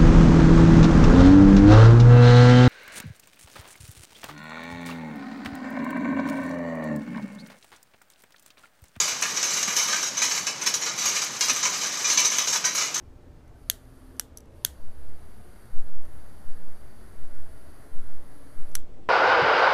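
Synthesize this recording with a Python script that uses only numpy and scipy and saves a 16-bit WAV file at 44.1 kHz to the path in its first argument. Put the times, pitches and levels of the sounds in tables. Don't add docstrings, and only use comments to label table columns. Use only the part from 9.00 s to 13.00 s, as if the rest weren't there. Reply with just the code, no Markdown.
import sys
import numpy as np
from scipy import signal
from scipy.fft import rfft, irfft
from scipy.io import wavfile
from scipy.ndimage import uniform_filter1d

SR = 44100
rng = np.random.default_rng(int(sys.argv[2]) if len(sys.argv) > 2 else 0)


def transcribe(u):
    v = np.clip(np.atleast_2d(u).T, -1, 1)
    q = np.round(v * 32767).astype(np.int16)
    wavfile.write(sys.argv[1], SR, q)


N = 176400
SIZE = 16384
T, HZ = np.arange(SIZE) / SR, np.fft.rfftfreq(SIZE, 1 / SR)
# (frequency [Hz], relative spectral level [dB])
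STRIKE_SPECTRUM = [(80, -60), (170, -28), (500, -13), (800, -16), (1200, -14.5), (3500, -12.5), (4500, -9),
                   (5400, -4.5), (6200, 3.5), (7000, -5.5), (8000, -12), (9400, -24), (11400, -21),
                   (15500, -33.5)]


def large_stones():
    # (time [s], level [dB], snap gain [dB], tile clack gain [dB], ice tick gain [dB], rise time [s])
    impacts = [(0.0007, -20, -10, 0, 4, 0.00011), (0.0781, -25.5, -2, 1.5, 1.0, 0.0004),
               (0.2211, -26.5, 7.5, 6, 3.5, 0.0043), (0.3687, -29, 8, 3.5, -4, 0.0034),
               (0.4274, -23.5, -4, 1, -7, 0.00039), (0.5035, -27, 3, 1, 3, 0.0029),
               (0.5349, -28.5, 3, -15, 7.5, 0.0004), (0.5678, -26.5, 5, 1, 1, 0.003),
               (0.6271, -40.5, 19, 0, -11, 0.0018), (0.6753, -27, -3, 5.5, 5.5, 0.00074),
               (0.765, -18, -10, 2.5, 1, 0.014), (0.763, -23.5, 0, -1.5, 8, 0.0022),
               (0.877, -22, -5, 3, 0, 0.0091), (0.9259, -23.5, 0, 3, -6, 0.002),
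               (1.027, -24, -9, 0.5, 2.5, 0.0012), (1.1672, -22, -9, 0.5, -1, 0.0041),
               (1.2165, -18, -16, -1.5, -2, 0.0021), (1.3074, -23.5, 4, -0.5, 1, 0.0042),
               (1.3479, -26.5, 0, 2.5, 1, 0.0023), (1.375, -41.5, 19, 2, 4, 0.0019),
               (1.4642, -27.5, 12, 3.5, -1, 0.0075), (1.612, -27.5, -9, 2, -1, 0.0027),
               (1.661, -23.5, 14.5, -2, 0, 0.009), (1.7394, -27, 8, -5.5, 1, 0.00041),
               (1.812, -25.5, -9, 3, 1, 0.0056), (1.8591, -25, 3.5, 1, -10, 0.0055),
               (1.974, -23, -5, -0.5, 1.5, 0.01), (2.0535, -24.5, 0, 2.5, 3, 0.0026),
               (2.1567, -24, 1, -0.5, 1, 0.0046), (2.2148, -28.5, 13, -2, -2, 0.0076),
               (2.4089, -19.5, -14, -1.5, 0.0, 0.0005), (2.4825, -26, 7.5, -1.5, 1, 0.00096),
               (2.4966, -31, 15.5, 0.5, 0, 0.00037), (2.5603, -30, 5, 3, 5, 0.0012),
               (2.6272, -23.5, -1, 0, -9, 0.0014), (2.6491, -37.5, 19.5, 5.5, -6, 0.0032),
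               (3.0472, -23.5, 1, -7, -22, 0.00087), (3.0679, -24, -5, -3, 4.5, 0.0085),
               (3.099, -20.5, -12, -1, -7, 0.0006), (3.1732, -17.5, 3.5, -3.5, -5, 0.0014),
               (3.1849, -25.5, -4, 2, -1, 0.0014), (3.2483, -22, 5.5, -4, -6, 0.00041),
               (3.315, -23.5, -5, 0, 1, 0.0033), (3.3825, -22, 1, 1.5, 2, 0.00071),
               (3.471, -20, -2, -5, -4, 0.0025), (3.5241, -25.5, 13.5, 1.5, 1.5, 0.012),
               (3.5507, -36, 23.5, 3.5, -8, 0.0096), (3.6416, -25.5, -4, 4.5, -3, 0.00035),
               (3.646, -22, 10.5, -9, 1, 0.0066), (3.7494, -25.5, -4, 0, 8, 0.0004),
               (3.7694, -20.5, -12, -0.5, -3, 0.0094), (3.81, -25, 4.5, 3.5, 1, 0.0069),
               (3.943, -35, 16, -8, 4, 0.00028), (3.957, -26, -6, 1, 0, 0.00055)]
    out = np.zeros(N)
    for time, db, snap_db, clack_db, tick_db, rise_s in impacts:
        add(out, time, amp(db) * strike(snap_db, clack_db, tick_db, rise_s))
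    return out


def strike(snap_db, clack_db, tick_db, rise_s):
    clack_edge_hz, tick_edge_hz = 3180, 8900
    clack_band = 1 / (1 + (HZ / clack_edge_hz) ** 10)
    tick_band = 1 - 1 / (1 + (HZ / tick_edge_hz) ** 20)
    bands = (clack_band, 1 - clack_band - tick_band, tick_band)
    skitter = irfft(sum(rfft(shards()) * np.sqrt(abs(band)) for band in bands))
    rise = 1 - np.exp(-T / (rise_s + 1 / SR))
    fall = np.hypot(amp(snap_db) * decay(t60=0.096), decay(t60=0.42))
    gain = tile_response() * amp(clack_db * clack_band + tick_db * tick_band)
    return coloured(skitter * rise * fall, gain)


def tile_response(overtones=15):
    # (frequency [Hz], width [Hz], height above the strike spectrum [dB])
    modes = [(994, 79, 10.5), (1230, 72, 13), (1656, 35, 10.5), (2266, 230, 10), (2951, 49, 12),
             (3947, 146, 7.5)]
    detune_spread, spot_spread_db = 0.016, 3
    overtone_range_hz, overtone_width_hz, overtone_db = (1380, 14590), 35, 11.5
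    power = np.ones(len(HZ))
    for hz, width, db in modes:
        detune, spot = rng.standard_normal(2)
        offset = (HZ - hz * (1 + detune_spread * detune)) / width
        power += amp(db + spot_spread_db * np.tanh(spot)) ** 2 / (1 + offset ** 2) ** 2
    for hz in np.exp(rng.uniform(*np.log(overtone_range_hz), overtones)):
        offset = (HZ - hz) / overtone_width_hz
        power += amp(overtone_db) ** 2 / (1 + offset ** 2) ** 2
    return unit_rms(amp(spectrum_db(STRIKE_SPECTRUM, HZ)) * np.sqrt(power))


def shards(grain_s=0.0012, spread_db=1):
    grain = np.interp(T, np.arange(SIZE) * grain_s, rng.standard_normal(SIZE))
    return unit_rms(rng.standard_normal(SIZE) * amp(spread_db * grain))


def pings():
    # (time [s], level [dB])
    direct_hits = [(0.2249, -17), (.429, -15), (0.6303, -16.5), (0.766, -15.5), (1.7393, -27),
                   (2.4093, -12), (3.385, -17), (3.475, -18.5)]
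    gain = unit_rms(amp(spectrum_db(STRIKE_SPECTRUM, HZ)))
    out = np.zeros(N)
    for time, db in direct_hits:
        burst = rng.choice([-1, 1], SIZE) * decay(t60=0.018)
        add(out, time, amp(db) * coloured(burst, gain))
    return out


def clinks(rise_s=0.00047):
    # (time [s], frequency [Hz], level [dB])
    rings = [(.223, 1670, -30), (.628, 6490, -24), (0.767, 5270, -25), (0.929, 1550, -25),
             (1.219, 2480, -25), (1.667, 5390, -25), (1.741, 5830, -25), (2.065, 6570, -21),
             (2.161, 2400, -30), (2.41, 5920, -31), (2.421, 3240, -29.5), (2.497, 3610, -30.5),
             (2.657, 1015, -27.5), (3.044, 6020, -21), (3.044, 2410, -26), (3.174, 2990, -25),
             (3.173, 4070, -33), (3.185, 991, -30), (3.185, 2343, -24.5), (3.189, 5945, -23),
             (3.644, 1520, -29), (3.65, 5800, -25), (3.654, 1000, -31.5), (3.658, 1900, -29)]
    envelope = (1 - np.exp(-T / rise_s)) * decay(t60=0.2)
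    out = np.zeros(N)
    for time, hz, db in rings:
        add(out, time, amp(db) * envelope * np.sin(2 * np.pi * hz * T))
    return out


def patter(stones_per_s=260, spread_db=1.5, tiles=20):
    # (time [s], level [dB])
    shower = [(0, -29), (.2, -36.5), (.3, -31), (.72, -31.5), (1, -31), (1.13, -37.5), (1.95, -46),
              (2.04, -28.5), (2.15, -27), (2.29, -37), (2.73, -28.5), (2.97, -28), (3.33, -30),
              (3.6, -41.5), (4, -41)]
    sizes = amp(spread_db * np.minimum(rng.exponential(1, N), 2.5))
    hits = sizes * (rng.random(N) < stones_per_s / SR)
    struck_tile = rng.integers(0, tiles, N)
    ticks = [strike(0, 0, 0, rise_s=0.0024) * decay(t60=0.27) for _ in range(tiles)]
    ticking = sum(signal.oaconvolve(hits * (struck_tile == k), tick)[:N] for k, tick in enumerate(ticks))
    strength = amp(np.interp(np.arange(N) / SR, *np.transpose(shower)))
    return strength * unit_rms(ticking)


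def splinters(hail, clicks_per_s=200, band_hz=(7900, 13100), relative_db=-22.5):
    hail_rms = np.sqrt(abs(uniform_filter1d(hail ** 2, size=2048)))
    hits = rng.exponential(1, N) * (rng.random(N) < clicks_per_s / SR)
    clicks = signal.oaconvolve(hits, decay(t60=0.03))[:N] * rng.standard_normal(N)
    bright = signal.lfilter(*signal.butter(2, band_hz, "bandpass", fs=SR), clicks)
    return amp(relative_db) * hail_rms * unit_rms(bright)


def battens(rise_s=0.0068):
    # (time [s], relative level [dB])
    blows = [(0.673, -33), (1.253, -44.5), (2.502, -34), (3.154, -38)]
    # (frequency [Hz], relative spectral level [dB])
    timber_spectrum = [(95, -66), (145, 0), (195, 10), (260, 5.5), (550, -19), (3000, -67)]
    timber = unit_rms(amp(spectrum_db(timber_spectrum, HZ)))
    out = np.zeros(N)
    for time, db in blows:
        push = rng.standard_normal(SIZE) * (1 - np.exp(-T / rise_s)) * decay(t60=0.087)
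        add(out, time, 2 * amp(db) * coloured(push, timber))
    return out


def wash(level_db=-38.5, patch_db=1.6):
    # (frequency [Hz], relative spectral level [dB])
    roof_spectrum = [(60, -10), (98, -17), (118, 5), (180, 5), (330, 2), (750, 2.5), (1100, 5), (2300, 0),
                     (4600, -1.5), (6100, 3.5), (7500, -12), (9400, -19), (11500, -23), (15500, -35)]
    frames, hz = N // 256 + 5, np.fft.rfftfreq(1024, 1 / SR)
    real, imaginary, patches = rng.standard_normal((frames, len(hz), 3)).T
    patches = uniform_filter1d(patches, size=10, axis=0)
    patches = unit_rms(uniform_filter1d(patches, size=8, axis=1))
    gain = amp(spectrum_db(roof_spectrum, hz)[:, None] + patch_db * patches)
    _, noise = signal.istft((real + 1j * imaginary) * gain, nperseg=1024, noverlap=768)
    return amp(level_db) * unit_rms(noise[:N])


def coloured(x, gain):
    cepstrum = irfft(np.log(gain + 1e-6))
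    cepstrum[1:SIZE // 2] *= 2
    cepstrum[SIZE // 2 + 1:] = 0
    return irfft(rfft(x) * np.exp(rfft(cepstrum)))


def decay(t60):
    return np.exp(-np.log(1000) * T / t60)


def spectrum_db(points, hz):
    frequencies, levels = np.transpose(points)
    return np.interp(np.log(hz + 1), np.log(frequencies), levels)


def amp(db):
    return 10 ** (np.asarray(db) / 20)


def unit_rms(x):
    return x / np.sqrt(np.mean(x ** 2) + 1e-20)


def add(mix, start_s, sound):
    part = mix[max(round(start_s * SR), 0):][:len(sound)]
    part += sound[:len(part)]


def scene():
    hail = large_stones() + patter()
    return (hail + pings() + clinks() + splinters(hail) + battens() + wash())[None]


def record(dry, low_cut_hz=125, band_limit_hz=15650):
    low_cut = signal.butter(2, low_cut_hz, "highpass", fs=SR, output="sos")
    low_pass = signal.firwin(511, band_limit_hz, window=("kaiser", 9), fs=SR)
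    return signal.oaconvolve(signal.sosfilt(low_cut, dry), low_pass[None], "same")


dry = scene()
out = record(dry)
transcribe(out)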